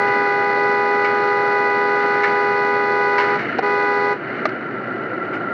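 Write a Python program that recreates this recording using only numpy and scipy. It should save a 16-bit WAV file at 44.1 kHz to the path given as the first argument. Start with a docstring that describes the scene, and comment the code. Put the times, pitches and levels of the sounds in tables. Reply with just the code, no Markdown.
"""Honking behind a tractor

Inside a car creeping along a dirt lane, a two-note horn is held, let go briefly and pressed again.
Engine and tyres drone through the cabin, loose trim rattles and knocks over the ruts, and the drive
train whines as the car pulls on. A small dashboard microphone overloads, mixing the notes into a rasp."""
import sys
import numpy as np
from scipy import signal
from scipy.fft import rfft, irfft, next_fast_len
from scipy.io import wavfile
from scipy.ndimage import map_coordinates

SR = 44100
rng = np.random.default_rng(int(sys.argv[2]) if len(sys.argv) > 2 else 0)


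def unload_audio(sound):
    """Save the sound as a 16-bit wav file, at the path given as the first command line argument."""
    columns = np.transpose(np.atleast_2d(sound))
    # keep every value between -1 and 1, then stretch to whole-number steps
    steps = np.round(np.clip(columns, -1, 1) * 32767)
    wavfile.write(sys.argv[1], SR, steps.astype(np.int16))


N = 243861
TIME = np.arange(N) / SR

# the horn button: (pressed [s], released [s])
HORN_PRESSES = [(-.1, 3.362), (3.622, 4.127)]
# each horn's harmonics, the tones at 1, 2, 3 ... times its pitch:
# (level [dB], drift as the car moves between houses [dB/s], change until the low horn settles [dB])
LOW_HORN = [(-23, 0, -1.5), (-23, -0.66, 0.5), (-26.5, -0.16, -1.5), (-37, 0, 1.5), (-36, 0, 5),
            (-58.5, 1, 0.5), (-55.5, 0, 0)]
HIGH_HORN = [(-32, -0.19, 0), (-26.5, 0.23, 0.024), (-24.5, -0.091, 0.017), (-26.5, -.2, 0.026),
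             (-39.5, -0.078, -0.22), (-61.5, 0, 0), (-59, 0, 0), (-63, 0.15, 0)]
# tones the horns make together: (multiple of the low pitch, multiple of the high pitch, level [dB])
MIXED_TONES = [(-1, 2, -42), (1, 1, -46), (3, 1, -44), (3, 2, -50), (1, 5, -57), (1, 6, -61), (4, 5, -60),
               (3, 6, -62), (2, 7, -60), (1, 8, -60), (6, 4, -61), (4, 6, -62)]
# raspy hiss that sounds with the horns: (frequency [Hz], relative level [dB])
HISS_SPECTRUM = [(300, -27), (550, 4), (1000, -0.5), (1500, -5), (2100, -2.5), (2600, -15.5), (3400, -18),
                 (4400, -9.5), (4900, -17.5), (6000, -24.5), (7600, -44), (10500, -46.5), (13000, -62)]
# engine and tyres in the cabin: (frequency [Hz], relative level [dB])
DRONE_SPECTRUM = [(30, -45.5), (55, -34.5), (82, -29.5), (115, -5), (180, -5.5), (250, 0.5), (350, 1.5),
                  (480, -3), (720, -6.5), (1030, -15.5), (1500, -7.5), (2500, -34), (6000, -59.5),
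                  (12000, -78.5)]
# pitches at which the cabin rings: (pitch [Hz], rough width [Hz], relative level [dB])
CABIN_RESONANCES = [(372.5, 35, -5.5), (676.5, 30, -11), (1377.5, 55, -2.5), (1984, 28, -9.5)]
# brief swells in level: (middle [s], half length [s], trim chatter swell [dB], cabin drone swell [dB])
SWELLS = [(.1, .15, 4, 1.5), (1.15, .15, 5, 0.5), (2.2, 0.26, 6.5, .5), (3.273, 0.1, 8, 1),
          (3.499, 0.16, 10, 4.5), (4.35, .16, 4.5, 1.5)]
# buzz of the dashboard and trim: (frequency [Hz], relative level [dB])
TRIM_SPECTRUM = [(700, -28), (1100, -9.5), (1400, 4.5), (1650, -1), (2050, 0), (2600, -15), (2950, -11),
                 (3250, -28.5), (4400, -24.5), (5000, -38.5), (5900, -41), (7000, -57), (10000, -63.5),
                 (13000, -68.5)]
# one rattle per loose part: (start [s], level [dB], fade time [s], ring pitch [Hz], relative crack [dB])
RATTLE_BURSTS = [(.072, -26, 0.034, 1426, -24), (1.044, -22, .018, 2250, -3),
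                 (2.02, -28.5, 0.028, 2050, -15), (2.232, -20, 0.021, 2190, -3.5),
                 (2.245, -28, 0.062, 1750, -17), (3.179, -18.5, 0.032, 990, -4.5),
                 (3.205, -30.5, 0.045, 2140, -13), (3.385, -27, 0.063, 2176, -7),
                 (5.331, -27.5, 0.036, 1380, -19.5)]
# clatter of a loose part: (frequency [Hz], relative level [dB])
CLATTER_SPECTRUM = [(100, -50.5), (500, -18), (1000, -6), (1500, -2), (2200, -1.5), (2550, -13),
                    (2900, -8.5), (3300, -25), (6000, -38), (12000, -63)]
# crack of hard plastic meeting: (frequency [Hz], relative level [dB])
CRACK_SPECTRUM = [(60, -50), (900, -0.5), (2000, 7.5), (3300, -12), (4300, -5.5), (5000, -13.5),
                  (5900, -19), (7500, -40.5), (10500, -46.5), (14000, -57)]
# knocks over ruts:
# (start [s], ring peak [dB], contact time [s], pitch factor, brightness [dB/octave], relative crack [dB])
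RUT_KNOCKS = [(3.583, -15, 0.00275, 0.84, -2, -4), (3.5883, -5.5, 0.0027, 1.22, -8, -15.5),
              (4.4533, -2.5, .0025, 1.01, 1, -9), (4.489, -22.5, .003, 1.1, 6, -5),
              (5.128, -17.5, 0.0052, 0.81, -8.5, -24)]
# tones of a knocked panel: (base pitch [Hz], time to fade by 60 dB [s], relative level [dB])
PANEL_TONES = [(380, 0.045, -13.5), (626, 0.032, -1), (824, 0.019, -3.5), (1200, 0.027, 0),
               (1506, .015, -4.5), (1980, .022, -3), (2250, .02, -9), (4090, 0.015, -17.5)]
# tone colour of the microphone's overload: (frequency [Hz], gain [dB])
RASP_SPECTRUM = [(40, -40.5), (150, -19.5), (500, 3.5), (1700, 5), (2600, -8), (3400, -9.5), (4400, -2.5),
                 (5000, -4.5), (6000, -2), (7500, -19.5), (12000, -24.5)]

LOW_HZ, HIGH_HZ, HIGH_SAG_HZ_PER_S = 407.6, 494.75, .14
SETTLE_S, SLIP_S, SLIP_HZ = .62, .05, 1.65  # the low horn slips up: done by when, how fast, how far
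PULL_S, STEP_S = 4.17, .15  # when the car pulls on; how long the step up in level takes
DRONE_DB, DRONE_STEP_DB, DRONE_DB_PER_S = -35, 2, 2.0  # base level, step after the horn, growth with speed
TRIM_DB, TRIM_STEP_DB = -36, 1.5
WHINE_HZ, WHINE_DB, WHINE_DB_PER_S = 1370, -38.5, 3


def undb(db):
    """Turn decibels into a gain to multiply by."""
    return 10 ** (np.asarray(db) / 20)


def unit(x):
    """Scale a sound to an average strength (rms) of 1."""
    return x / np.sqrt(np.mean(x ** 2))


def colour(x, spectrum):
    """Filter a sound along a curve of (frequency [Hz], gain [dB]) points."""
    hz, db = np.transpose(spectrum)
    size = next_fast_len(N + 8192)
    bin_hz = np.maximum(np.fft.rfftfreq(size, 1 / SR), 1)
    gain = undb(np.interp(np.log(bin_hz), np.log(hz), db))
    return irfft(rfft(x, size) * gain, size)[:N]


def noise(spectrum):
    """Noise of strength 1 with the given tone colour."""
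    return unit(colour(rng.standard_normal(N), spectrum))


def resonate(x, hz, width_hz):
    """Pass a sound twice through a resonance, giving a ring of strength 1."""
    peak = signal.iirpeak(hz, hz / width_hz, fs=SR)
    return unit(signal.lfilter(*peak, signal.lfilter(*peak, x)))


def walk(rate):
    """Smooth random drift of about 1 either way, changing about rate times a second."""
    return map_coordinates(rng.standard_normal(4096), [TIME * rate], order=3, mode="wrap")


def unsettled():
    """1 while the low horn is still on its first note, 0 once it has settled."""
    return np.clip((SETTLE_S - TIME) / SLIP_S, 0, 1)


def diaphragm_phase(hz, jitter_hz=0.27):
    """Phase of a horn's diaphragm, the vibrating disc inside it, whose pitch trembles a little."""
    return 2 * np.pi * np.cumsum(hz + jitter_hz * walk(40)) / SR


def horn(phase, harmonics, smear, waver_db):
    """A diaphragm's pulses, smeared by its coiled trumpet; each harmonic wavers as reflections shift."""
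    out = 0
    for k, (db, drift_db_per_s, early_db) in enumerate(harmonics, 1):
        level_db = db + drift_db_per_s * TIME + early_db * unsettled()
        level_db += waver_db * np.sqrt(k) * walk(5.98)
        out += np.sqrt(2) * undb(level_db) * np.sin(k * phase + smear * k ** 2)
    return out


def horns(attack_s=0.0072, release_s=0.018, hiss_db=-33, echo_db=-24, echo_s=0.075):
    """Two horns a minor third apart share one button and echo faintly off the house fronts."""
    gate, held_s = 0, 0
    for on, off in HORN_PRESSES:
        rise = 1 - np.exp(-np.maximum(TIME - on, 0) / attack_s)
        gate += rise * np.exp(-np.maximum(TIME - off, 0) / release_s)
        held_s = np.where(TIME > on, TIME - on, held_s)
    # the low horn slips up once; the high one sags for as long as it is held
    low = diaphragm_phase(LOW_HZ + SLIP_HZ * (1 - unsettled()))
    high = diaphragm_phase(HIGH_HZ - HIGH_SAG_HZ_PER_S * held_s)
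    notes = horn(low, LOW_HORN, smear=0.907, waver_db=0.32)
    notes += horn(high, HIGH_HORN, smear=.3, waver_db=.5)
    # sounding together, they add tones at sums and differences of their harmonics
    mixed = sum(np.sqrt(2) * undb(db) * np.sin(m * low + n * high + rng.uniform(0, 2 * np.pi))
                for m, n, db in MIXED_TONES)
    # the hiss comes in spurts, on the crests of the two notes
    hiss = unit(colour(rng.standard_normal(N) * notes, HISS_SPECTRUM))
    direct = gate * (notes + mixed + undb(hiss_db) * hiss)
    reflections = rng.standard_normal(SR) * np.exp(-TIME[:SR] / echo_s)
    echo = signal.fftconvolve(direct, reflections / np.linalg.norm(reflections))[:N]
    return direct + undb(echo_db) * echo


def step_up():
    """0 until just after the horn's last note, then a quick rise to 1."""
    return np.clip((TIME - PULL_S) / STEP_S, 0, 1)


def pulling_s():
    """Seconds for which the car has been gathering speed."""
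    return np.maximum(TIME - PULL_S, 0)


def swells():
    """Brief swells of the chatter and the drone, in decibels, strongest while the horn is let go."""
    chatter, drone = 0, 0
    for middle_s, half_s, chatter_db, drone_db in SWELLS:
        hump = np.exp(-((TIME - middle_s) / half_s) ** 2)
        chatter += chatter_db * hump
        drone += drone_db * hump
    return chatter, drone


def cabin_drone(swell_db, noise_db=4.0, flutter_db=0.5, waver_db=1.0):
    """Engine and tyres drone and ring the cabin; it steps up once the horn stops and grows with speed."""
    out = noise(DRONE_SPECTRUM) * undb(noise_db + flutter_db * walk(22))
    for hz, width_hz, db in CABIN_RESONANCES:
        ring = resonate(rng.standard_normal(N), hz, 1.7 * width_hz)  # wider, as two passes narrow it
        out += ring * undb(db + waver_db * walk(8.7))
    return out * undb(DRONE_DB + DRONE_STEP_DB * step_up() + DRONE_DB_PER_S * pulling_s() + swell_db)


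def trim_chatter(swell_db):
    """Loose plastic chatters in tiny taps, harder on rough ground and as the car pulls on."""
    taps = rng.standard_normal(N) * undb(1.8 * walk(400))
    return unit(colour(taps, TRIM_SPECTRUM)) * undb(TRIM_DB + TRIM_STEP_DB * step_up() + swell_db)


def rattles(rise_s=0.003, grain_db=2.0, clatter_db=-2, ring_db=-3, width_hz=150):
    """Each bump sets a part of the trim clattering and ringing for a moment."""
    taps = rng.standard_normal(N) * undb(grain_db * walk(400))
    clatter = unit(colour(taps, CLATTER_SPECTRUM))
    crack = unit(colour(taps, CRACK_SPECTRUM))
    out = 0
    for start, db, fade_s, ring_hz, crack_db in RATTLE_BURSTS:
        age = np.maximum(TIME - start, 0)
        envelope = (1 - np.exp(-age / rise_s)) * np.exp(-age / fade_s)
        ring = resonate(taps, ring_hz, width_hz)
        sound = undb(clatter_db) * clatter + undb(ring_db) * ring + undb(crack_db) * crack
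        out += undb(db) * envelope * sound
    return out


def knocks(crack_s=0.0033):
    """Blows ring loose panels in the cabin: the ring builds up during the contact, with a crack on top."""
    out = np.zeros(N)
    age = TIME[:SR // 4]
    grit = noise(CRACK_SPECTRUM)
    for start, peak_db, contact_s, pitch, brightness, crack_db in RUT_KNOCKS:
        ring = 0
        for hz, fade_s, db in PANEL_TONES:
            gain = undb(db + brightness * np.log2(hz / 1000))
            tone = np.sin(2 * np.pi * pitch * hz * age + rng.uniform(0, 2 * np.pi))
            ring += gain * tone * undb(-60 * age / fade_s)
        blow = ring * (1 - np.exp(-(age / contact_s) ** 2))
        span = slice(int(start * SR), int(start * SR) + len(age))
        crack = grit[span] * age / crack_s * np.exp(-age / crack_s)
        out[span] += undb(peak_db) * (blow / np.abs(blow).max() + undb(crack_db) * crack)
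    return out


def whine(roughness=0.46, wander_hz=16, waver_hz=24, swell_db=2.5):
    """The drive train, which turns the wheels, gives a rough, wavering whine as the car pulls on."""
    hz = WHINE_HZ + waver_hz * walk(45) + wander_hz * walk(7)
    phase = 2 * np.pi * np.cumsum(hz) / SR
    gain = step_up() * undb(WHINE_DB + WHINE_DB_PER_S * pulling_s() + swell_db * walk(9))
    return gain * unit((1 + roughness * walk(70)) * np.sin(phase))


def scene():
    """All the sounds meet at the windscreen, in one channel."""
    chatter_db, drone_db = swells()
    mix = horns() + cabin_drone(drone_db) + trim_chatter(chatter_db) + rattles() + knocks() + whine()
    return mix[None]


def record(dry, drive=1.1, bias=0.089, low_hz=45.7, top_hz=14000):
    """The overloaded microphone squashes the crests unevenly, adding a rasp; bass and top are cut."""
    clean = dry[0]
    squashed = (np.tanh(drive * clean + bias) - np.tanh(bias)) * np.cosh(bias) ** 2 / drive
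    rasp = colour(squashed - clean, RASP_SPECTRUM)
    bass_cut = signal.butter(4, low_hz, "high", fs=SR, output="sos")
    top_cut = signal.ellip(8, .2, 70, top_hz, fs=SR, output="sos")
    return signal.sosfilt(top_cut, signal.sosfilt(bass_cut, clean + rasp))[None]


dry = scene()
out = record(dry)
unload_audio(out)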